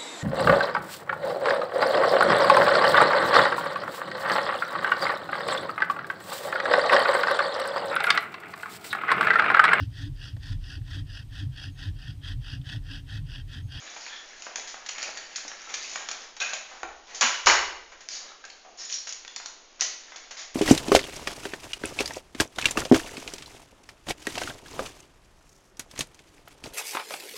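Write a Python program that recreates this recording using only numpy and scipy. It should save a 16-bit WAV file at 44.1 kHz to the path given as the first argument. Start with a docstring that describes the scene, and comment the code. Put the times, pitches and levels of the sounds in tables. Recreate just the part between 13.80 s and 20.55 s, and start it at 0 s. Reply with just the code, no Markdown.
"""In a bare, echoing room with a tiled floor, a kitten chases a small light ball.
Soft paws pat, claws and ball click on the tiles, and slides catch on the floor, scuffing and squeaking.
The kitten's weight makes dull thumps, and heavy blows set the room booming. Twice something knocks
hard on a wooden door, which rattles and rings. A small microphone with little bass and no high treble
picks it all up over a faint hiss."""
import sys
import numpy as np
from scipy import signal
from scipy.fft import rfft, irfft
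from scipy.io import wavfile

SR = 44100
rng = np.random.default_rng(int(sys.argv[2]) if len(sys.argv) > 2 else 0)


def file_out(sig):
    """Save sig as 16-bit WAV at sys.argv[1]."""
    # one column per channel
    cols = np.atleast_2d(sig).T
    # limit, then scale
    lim = np.clip(cols, -1, 1)
    pcm = np.round(lim * 32767).astype(np.int16)
    wavfile.write(sys.argv[1], SR, pcm)


N = 297461

# The four pitches in Hz, low to high, at which taps, slides and knocks are given their tone.
BANDS_HZ = (400, 1000, 2300, 5500)


def from_db(db):
    """Turn decibels into a number to multiply by."""
    return 10 ** (np.asarray(db) / 20)


def unit(x):
    """Scale a sound to an energy of one."""
    return x / np.sqrt(np.sum(x ** 2) + 1e-20)


def at_hz(points, hz):
    """Read between rows of (Hz, value), with all octaves equally wide."""
    known_hz, values = np.transpose(points)
    return np.interp(np.log(np.maximum(hz, 1)), np.log(known_hz), values)


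def add(out, s, sound):
    """Mix a sound in, starting at s seconds."""
    start = max(round(s * SR), 0)
    out[start:start + len(sound)] += sound[:max(N - start, 0)]


def colour(x, points, size=2048):
    """Shape the tone by rows of (Hz, dB), with a filter that never sounds ahead of its input."""
    gains = from_db(at_hz(points, np.fft.rfftfreq(size, 1 / SR)))
    cepstrum = irfft(np.log(gains))
    cepstrum[1:size // 2] *= 2
    cepstrum[size // 2 + 1:] = 0
    return signal.fftconvolve(x, irfft(np.exp(rfft(cepstrum))))


def tilted(shape_db, db, slope):
    """Levels for the four bands: harder contacts lean to the treble, by slope dB per octave."""
    return np.array(shape_db) + db + slope * np.log2(np.array(BANDS_HZ) / BANDS_HZ[2])


def ring(x, hz, t60):
    """Each click rings at one pitch; t60 is the ring time, the seconds it takes to fade by 60 dB."""
    fade, turn = np.exp(-np.log(1000) / (t60 * SR)), 2 * np.pi * hz / SR
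    return signal.lfilter([0, np.sin(turn)], [1, -2 * fade * np.cos(turn), fade * fade], x + 1e-18)


def grains(per_s, spread_db):
    """Tiny contacts at random moments, of uneven size, pushing either way."""
    sizes = from_db(spread_db * np.minimum(rng.exponential(1, N), 4))
    signs = np.sign(rng.random(N) - .5)
    return sizes * signs * (rng.random(N) < per_s / SR)


def stroke(start, end, swell=0.21):
    """The samples a contact covers, and its pressure, which swells and lets go."""
    span = np.arange(max(round(start * SR), 0), min(round(max(end, start + .004) * SR), N))
    return span, np.sin(np.linspace(0, np.pi, len(span) + 2)[1:-1]) ** swell


def flatten(burst, evenness=0.2):
    """Spread a burst's energy a little more evenly from low to high pitch."""
    spectrum = rfft(burst, 2 * len(burst))
    evened = spectrum / (abs(spectrum) + 1e-9) ** evenness
    return unit(irfft(evened)[:len(burst)])


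def contacts(rows, first_share, per_s, size=8192):
    """Each row (start, fade time, four band levels) sounds as a sharp touch and a dying chatter."""
    out, t = np.zeros(N), np.arange(size) / SR
    chatter = grains(per_s, spread_db=1.0)
    for s, fade_s, *levels in rows:
        dying = np.roll(chatter, -round(s * SR))[:size] * np.exp(-t / max(fade_s, .0005))
        burst = np.sqrt(1 - first_share) * unit(dying)
        # the first touch crackles for about a millisecond; a long, soft contact has less of it
        touch = unit(rng.standard_normal(size) * t * np.exp(-t / 0.00041))
        burst += np.sqrt(first_share) * np.exp(-abs(fade_s) / .012) * touch
        add(out, s, colour(flatten(burst), list(zip(BANDS_HZ, levels))))
    return out


def hiss():
    """Faint, steady noise lies under everything."""
    # The tone of the hiss. Each row: pitch in Hz, level in dB.
    hiss_tone = [(20, -36), (50, -54), (100, -72.5), (170, -58.5), (300, -49), (600, -47), (1200, -51),
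                 (2500, -50.5), (4500, -53), (7000, -48.5)]
    return colour(rng.standard_normal(N + SR), hiss_tone, size=8192)[SR:SR + N]


def dash(grit, stop_s=0.021):
    """Running paws scuffle without a break, then come to a stop."""
    # The opening run. Each row: time in seconds, relative levels in dB of the middle and the treble.
    run_levels = [(0.0, -42.5, -44), (0.29, -48.5, -42), (0.42, -47.5, -53), (0.66, -47.5, -45),
                  (0.79, -46.5, -58), (0.92, -48, -62), (1.11, -47.5, -57), (1.25, -43.5, -47.5),
                  (1.38, -44, -52), (1.54, -46.5, -45.5), (1.69, -46.5, -54), (1.95, -43.5, -42.5),
                  (2.1, -44.5, -34.5), (2.19, -39, -41.5), (2.35, -47, -62), (2.46, -41, -39)]
    # The tones of those two parts. Each row: pitch in Hz, boost or cut in dB.
    middle_tone = [(400, 2), (1000, 0), (2300, 3), (5500, -5.5)]
    treble_tone = [(1000, -18.5), (2300, -1), (5500, 0.5)]
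    s, middle_db, treble_db = np.transpose(run_levels)
    t = np.arange(N) / SR
    running = unit(grit) * np.sqrt(N) * np.clip((s[-1] - t) / stop_s, 0, 1)
    middle = colour(running * from_db(np.interp(t, s, middle_db)), middle_tone)
    treble = colour(running * from_db(np.interp(t, s, treble_db)), treble_tone)
    return (middle + treble)[:N]


def scuffs(ping_db=-6, ping_t60=0.011):
    """Running and sliding make tiny catches on the floor's grain; some set a claw or the ball pinging."""
    # Single slides. Each row: start and end in seconds, relative level in dB, tilt in dB per octave.
    skids = [(1.186, 1.278, -38, 2), (1.886, 1.946, -42, -0.5), (2.6, 2.629, -26.5, 3.5),
             (2.632, 2.782, -40, 3), (2.85, 3.02, -46, -1), (3.27, 3.396, -40.5, -1.5),
             (4.296, 4.38, -40.5, 9), (4.388, 4.525, -44.5, -2), (4.971, 5.11, -45.5, 7.5),
             (5.092, 5.166, -35.5, 7.5), (5.994, 6.004, -33.5, 0.5), (6.197, 6.465, -48, 1),
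             (6.568, 6.631, -35, 3)]
    # The tone all slides share, in dB for each band.
    skid_tone = (-0.27, -0.85, 0.3, -0.26)
    catches = unit(grains(per_s=2800, spread_db=3.0))
    pings = sum(ring(grains(per_s=25, spread_db=4.5), hz, ping_t60) for hz in np.linspace(1300, 6900, 14))
    grit = catches + from_db(ping_db) * unit(pings)
    out = dash(grit)
    for start, end, db, slope in skids:
        span, pressure = stroke(start, end)
        slide = unit(grit[span]) * np.sqrt(len(span)) * pressure
        add(out, start, colour(slide, list(zip(BANDS_HZ, tilted(skid_tone, db, slope)))))
    return out


def paw_pats(width_octaves=1.5, fall_db_per_octave=13):
    """Rows for contacts(): a padded paw is loudest round one pitch and weaker above and below it."""
    # Each row: start in seconds, relative level in dB, centre pitch in Hz, fade time in seconds.
    pats = [(0.164, -5, 1210, 0.0079), (0.2644, -5, 1470, 0.0066), (0.666, 1, 740, 0.0069),
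            (0.784, -5.5, 475, 0.0023), (0.943, -4.5, 1080, 0.0047), (1.291, -5, 824, 0.0052),
            (1.582, -5.5, 2000, .004), (1.65, 0, 300, 0.0054), (1.716, -4.5, 1400, .0025),
            (2.9114, -6, 965, 0.044), (3.0315, 3.5, 1084, 0.0017), (4.1196, -8.5, 1300, 0.017),
            (4.6402, -10.5, 1450, 0.0041), (4.849, -8.5, 440, 0.017), (5.449, -9, 1800, 0.0028),
            (5.6, -8, 1210, .009), (6.32, -9, 1490, 0.0054)]
    rows = []
    for s, db, hz, fade_s in pats:
        octaves_off = np.hypot(np.log2(np.array(BANDS_HZ) / hz), width_octaves) - width_octaves
        rows.append((s, fade_s, *(db - fall_db_per_octave * octaves_off)))
    return rows


def brief_rings(ping_s=0.0036, ping_width_hz=380):
    """Scratches and a hollow paw pat ring briefly round one pitch; sharp touches give short pings."""
    # Each row: start and end in seconds, pitch in Hz, spread of pitch in Hz, level in dB.
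    ringing_contacts = [(0.294, 0.371, 3430, 120, -44), (0.301, 0.35, 1820, 200, -49),
                        (1.15, 1.244, 2400, 600, -44), (1.243, 1.296, 680, 350, -50.5),
                        (1.35, 1.4, 4630, 200, -45), (2.604, 2.644, 2540, 79, -30),
                        (2.604, 2.659, 1610, 80, -40), (2.654, 2.76, 2280, 396, -45),
                        (4.308, 4.382, 4650, 900, -43.5), (4.851, 4.886, 763, 199, -53.5),
                        (4.985, 5.04, 5350, 695, -40), (6.014, 6.027, 2210, 700, -32)]
    # Sharp touches of a claw or the ball. Each row: start in seconds, pitch in Hz, level in dB.
    touches = [(1.678, 5700, -32), (2.731, 945, -35.5), (3.032, 930, -32.5), (4.64, 1600, -40),
               (4.701, 4400, -41), (5.477, 3430, -37), (5.566, 4900, -38)]
    out, nudges = np.zeros(N), grains(per_s=2000, spread_db=4.5)
    pings = [(s, s + ping_s, hz, ping_width_hz, db) for s, hz, db in touches]
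    for start, end, hz, width, db in ringing_contacts + pings:
        span, pressure = stroke(start, end)
        push = np.pad(nudges[span] * pressure, (0, SR // 20))
        note = ring(push, hz, t60=np.log(1000) / (np.pi * width))
        add(out, start, from_db(db) * np.sqrt(len(span)) * unit(note))
    return out


def tile_ticks():
    """Rows for contacts(): hard claws and the ball click on the tiles."""
    # Each row: start in seconds, relative level in dB, tilt in dB per octave, fade time in seconds.
    clicks = [(0.6218, -11.5, 2.5, 0.0033), (0.758, 0.5, 0.5, 0.0036), (0.797, -9, 0.5, .004),
              (0.874, -7.5, 4, .035), (1.0619, -8.5, 3, 0.0054), (1.089, -7, 5, 0.0042),
              (1.0919, -3.5, 1.5, 0.0017), (1.182, -7.5, 1.5, 0.0038), (1.2285, -5.5, 6, 0.0034),
              (1.3734, -7.5, 2, 0.0035), (1.559, -4, 6.5, .007), (1.68, -13.5, 4, 0.0069),
              (1.94, 0.5, 3.5, 0.006), (2.158, -0.5, -2.5, 0.0033), (2.2874, -1.5, 0, .0036),
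              (2.3133, -2.5, 0.5, 0.005), (2.566, -10.5, -1, 0.0078), (2.734, -1, 1.5, 0.0085),
              (3.346, -9, 7, 0.036), (4.206, -15, 0.5, .02), (4.2873, -9.5, 6, 0.002),
              (4.651, -12, 0, 0.0033), (4.7004, -15.5, 0, 0.0018), (5.271, -5, 2, 0.012),
              (5.2917, -12, 7, 0.012), (5.3246, -12, 6.5, .0026), (5.478, -12, 1.5, 0.003),
              (5.5617, -4, 2.5, 0.0048), (5.6591, -6, 3, 0.0024), (6.0089, 1.5, 7.5, 0.0043),
              (6.0213, 0, 5, 0.011), (6.36, -8.5, 0.5, 0.0085), (6.509, -6.5, 0.5, 0.013)]
    # The tone all clicks share, in dB for each band.
    click_tone = (-4.5, -2.5, 0, .5)
    return [(s, fade_s, *tilted(click_tone, db, slope)) for s, db, slope, fade_s in clicks]


def room_boom():
    """Heavy blows, and one faint low bump, leave the room humming at its lowest notes."""
    # The low pushes: a faint bump, then two heavy blows. 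Each row: time in seconds, strength in dB.
    low_pushes = [(1.289, -67), (3.034, -54.5), (3.656, -41)]
    # The room's notes. Each row: pitch in Hz, relative level in dB, ring time in seconds.
    room_notes = [(46.4, -0.5, 0.8), (60, -10.5, 1.4)]
    pushes = np.zeros(N)
    for s, db in low_pushes:
        add(pushes, s, from_db([db]))
    return sum(from_db(db) * ring(pushes, hz, t60) for hz, db, t60 in room_notes)


def thumps(swell_s=0.0035):
    """The kitten's weight lands softly: one low note swells quickly and dies away."""
    # Each row: start in seconds, pitch in Hz, ring time in seconds, level in dB.
    landings = [(1.647, 300, 0.13, -46), (3.04, 336, 0.098, -39), (3.434, 243, 0.17, -34),
                (3.685, 240, 0.071, -31)]
    out, t = np.zeros(N), np.arange(SR // 2) / SR
    for s, hz, t60, db in landings:
        loudness = np.tanh(t / swell_s) ** 2 * np.exp(-np.log(1000) * t / t60)
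        add(out, s, from_db(db) * np.sin(2 * np.pi * hz * t) * loudness)
    return out


def knock_stages():
    """Rows for contacts(): each knock is a bright touch, a full hit, a rattle and one bounce."""
    # Each row: start in seconds, relative levels in dB of touch, hit and rattle, the rattle's fade time
    # in seconds, bass change in dB, delay of the bounce in seconds.
    knocks = [(3.410, 15, 18, 10, 0.13, -14.5, 0.018), (3.660, 12.5, 22.5, 22, 0.024, 0, .038)]
    # The tone of each stage, in dB for each band.
    touch_tone = (-2, -5, 1, 4)
    hit_tone = (-10.5, 3.5, -9, -15)
    rattle_tone = (-2.2, -1.8, -0.38, -2)
    bounce_tone = (0.5, -12.5, 6.5, -18)
    hit_delay_s, rattle_delay_s, bounce_loss_db = 0.009, 0.0096, 6
    touch_fade_s, hit_fade_s, bounce_fade_s = 0.015, 0.0064, 0.0021
    rows = []
    for s, touch_db, hit_db, rattle_db, rattle_fade_s, bass_db, bounce_delay_s in knocks:
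        bass = np.array([bass_db, 0, 0, 0])
        rows += [(s, touch_fade_s, *(np.array(touch_tone) + touch_db)),
                 (s + hit_delay_s, hit_fade_s, *(bass + hit_tone + hit_db)),
                 (s + rattle_delay_s, rattle_fade_s, *(bass + rattle_tone + rattle_db)),
                 (s + bounce_delay_s, bounce_fade_s, *(bass + bounce_tone + hit_db - bounce_loss_db))]
    return rows


def door_knocks(lowest_hz=330):
    """Blows clatter on the wooden door, which gives off little bass and rings at its own notes."""
    # The door's notes. Each row: pitch in Hz, relative level in dB, ring time in seconds.
    door_notes = [(384, -58, 0.18), (500, -56, .1), (985, -68, .25), (1140, -54.5, 0.19),
                  (1530, -50.5, 0.22), (1674, -55, 0.24), (1880, -58, 0.0066), (2000, -59, 0.37),
                  (2830, -44.5, 0.11), (2950, -47.5, 0.24), (6600, -59.5, .14)]
    blows = contacts(knock_stages(), first_share=0.062, per_s=14000)
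    blows = signal.sosfilt(signal.butter(3, lowest_hz, "high", fs=SR, output="sos"), blows)
    # a panel's sound follows its speed, so take the slope of each note's swing
    rings = sum(from_db(db) * np.gradient(ring(blows, hz, t60)) * SR / (2 * np.pi * hz)
                for hz, db, t60 in door_notes)
    return blows + rings


def room_tail(first_echo_s=0.0037, thicken_s=0.027, bands=6):
    """Off hard walls, a few separate echoes thicken into a tail that dies band by band."""
    # How long the room echoes. Each row: pitch in Hz, seconds to fade by 60 dB.
    echo_times = [(200, 0.86), (700, 0.62), (2000, 0.57), (4000, 0.66), (7000, 0.5)]
    t = np.arange(SR) / SR
    density = np.clip(.06 + (t / thicken_s) ** 2 / 2, 0, 1)
    echoes = rng.standard_normal(SR) * (rng.random(SR) < density) / np.sqrt(density)
    spectrum, hz = rfft(echoes * (t > first_echo_s)), np.fft.rfftfreq(SR, 1 / SR)
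    centres, tail = np.geomspace(200, 7000, bands), 0
    for centre, only_this_band in zip(centres, np.eye(bands)):
        band = irfft(spectrum * at_hz(list(zip(centres, only_this_band)), hz), SR)
        tail = tail + band * np.exp(-np.log(1000) * t / at_hz(echo_times, centre))
    return unit(tail)


def room_echo(x, step_s=.009, spots=7):
    """Contacts fall on changing spots, so the sound fades from one pattern of echoes to the next."""
    position, out = np.arange(N) / (SR * step_s), 0
    for spot in range(spots):
        nearness = np.sin(np.pi / 2 * np.minimum((position - spot) % spots, 2))
        out = out + signal.fftconvolve(x * nearness, room_tail())[:N]
    return out


def scene():
    """Taps, knocks and slides sound directly and as echoes, joined by thumps, booms and hiss."""
    # The tone that taps, knocks, slides and echoes share. Each row: pitch in Hz, boost or cut in dB.
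    shared_tone = [(50, -33), (130, -29.5), (210, -12), (320, -8.5), (450, -3.5), (700, 1.5), (1200, 0),
                   (1800, 2), (2700, -3), (3800, -3), (5000, -2.5), (6700, 0), (8000, 19.5)]
    taps = from_db(2.5) * contacts(tile_ticks() + paw_pats(), first_share=0.21, per_s=9000)
    knocks = from_db(-2.6) * door_knocks()
    scuffs_and_rings = from_db(-1.5) * scuffs() + brief_rings()
    echo = room_echo(from_db(-0.55) * taps + from_db(1.5) * knocks + from_db(0.86) * scuffs_and_rings)
    play = colour(taps + knocks + scuffs_and_rings + echo, shared_tone)[:N]
    return (play + thumps() + room_boom() + hiss())[None]


def record(dry):
    """The small microphone cuts off the high treble steeply."""
    cutoff_hz = 6880
    return signal.sosfilt(signal.cheby1(12, .5, cutoff_hz, fs=SR, output="sos"), dry)


dry = scene()
out = record(dry)
file_out(out)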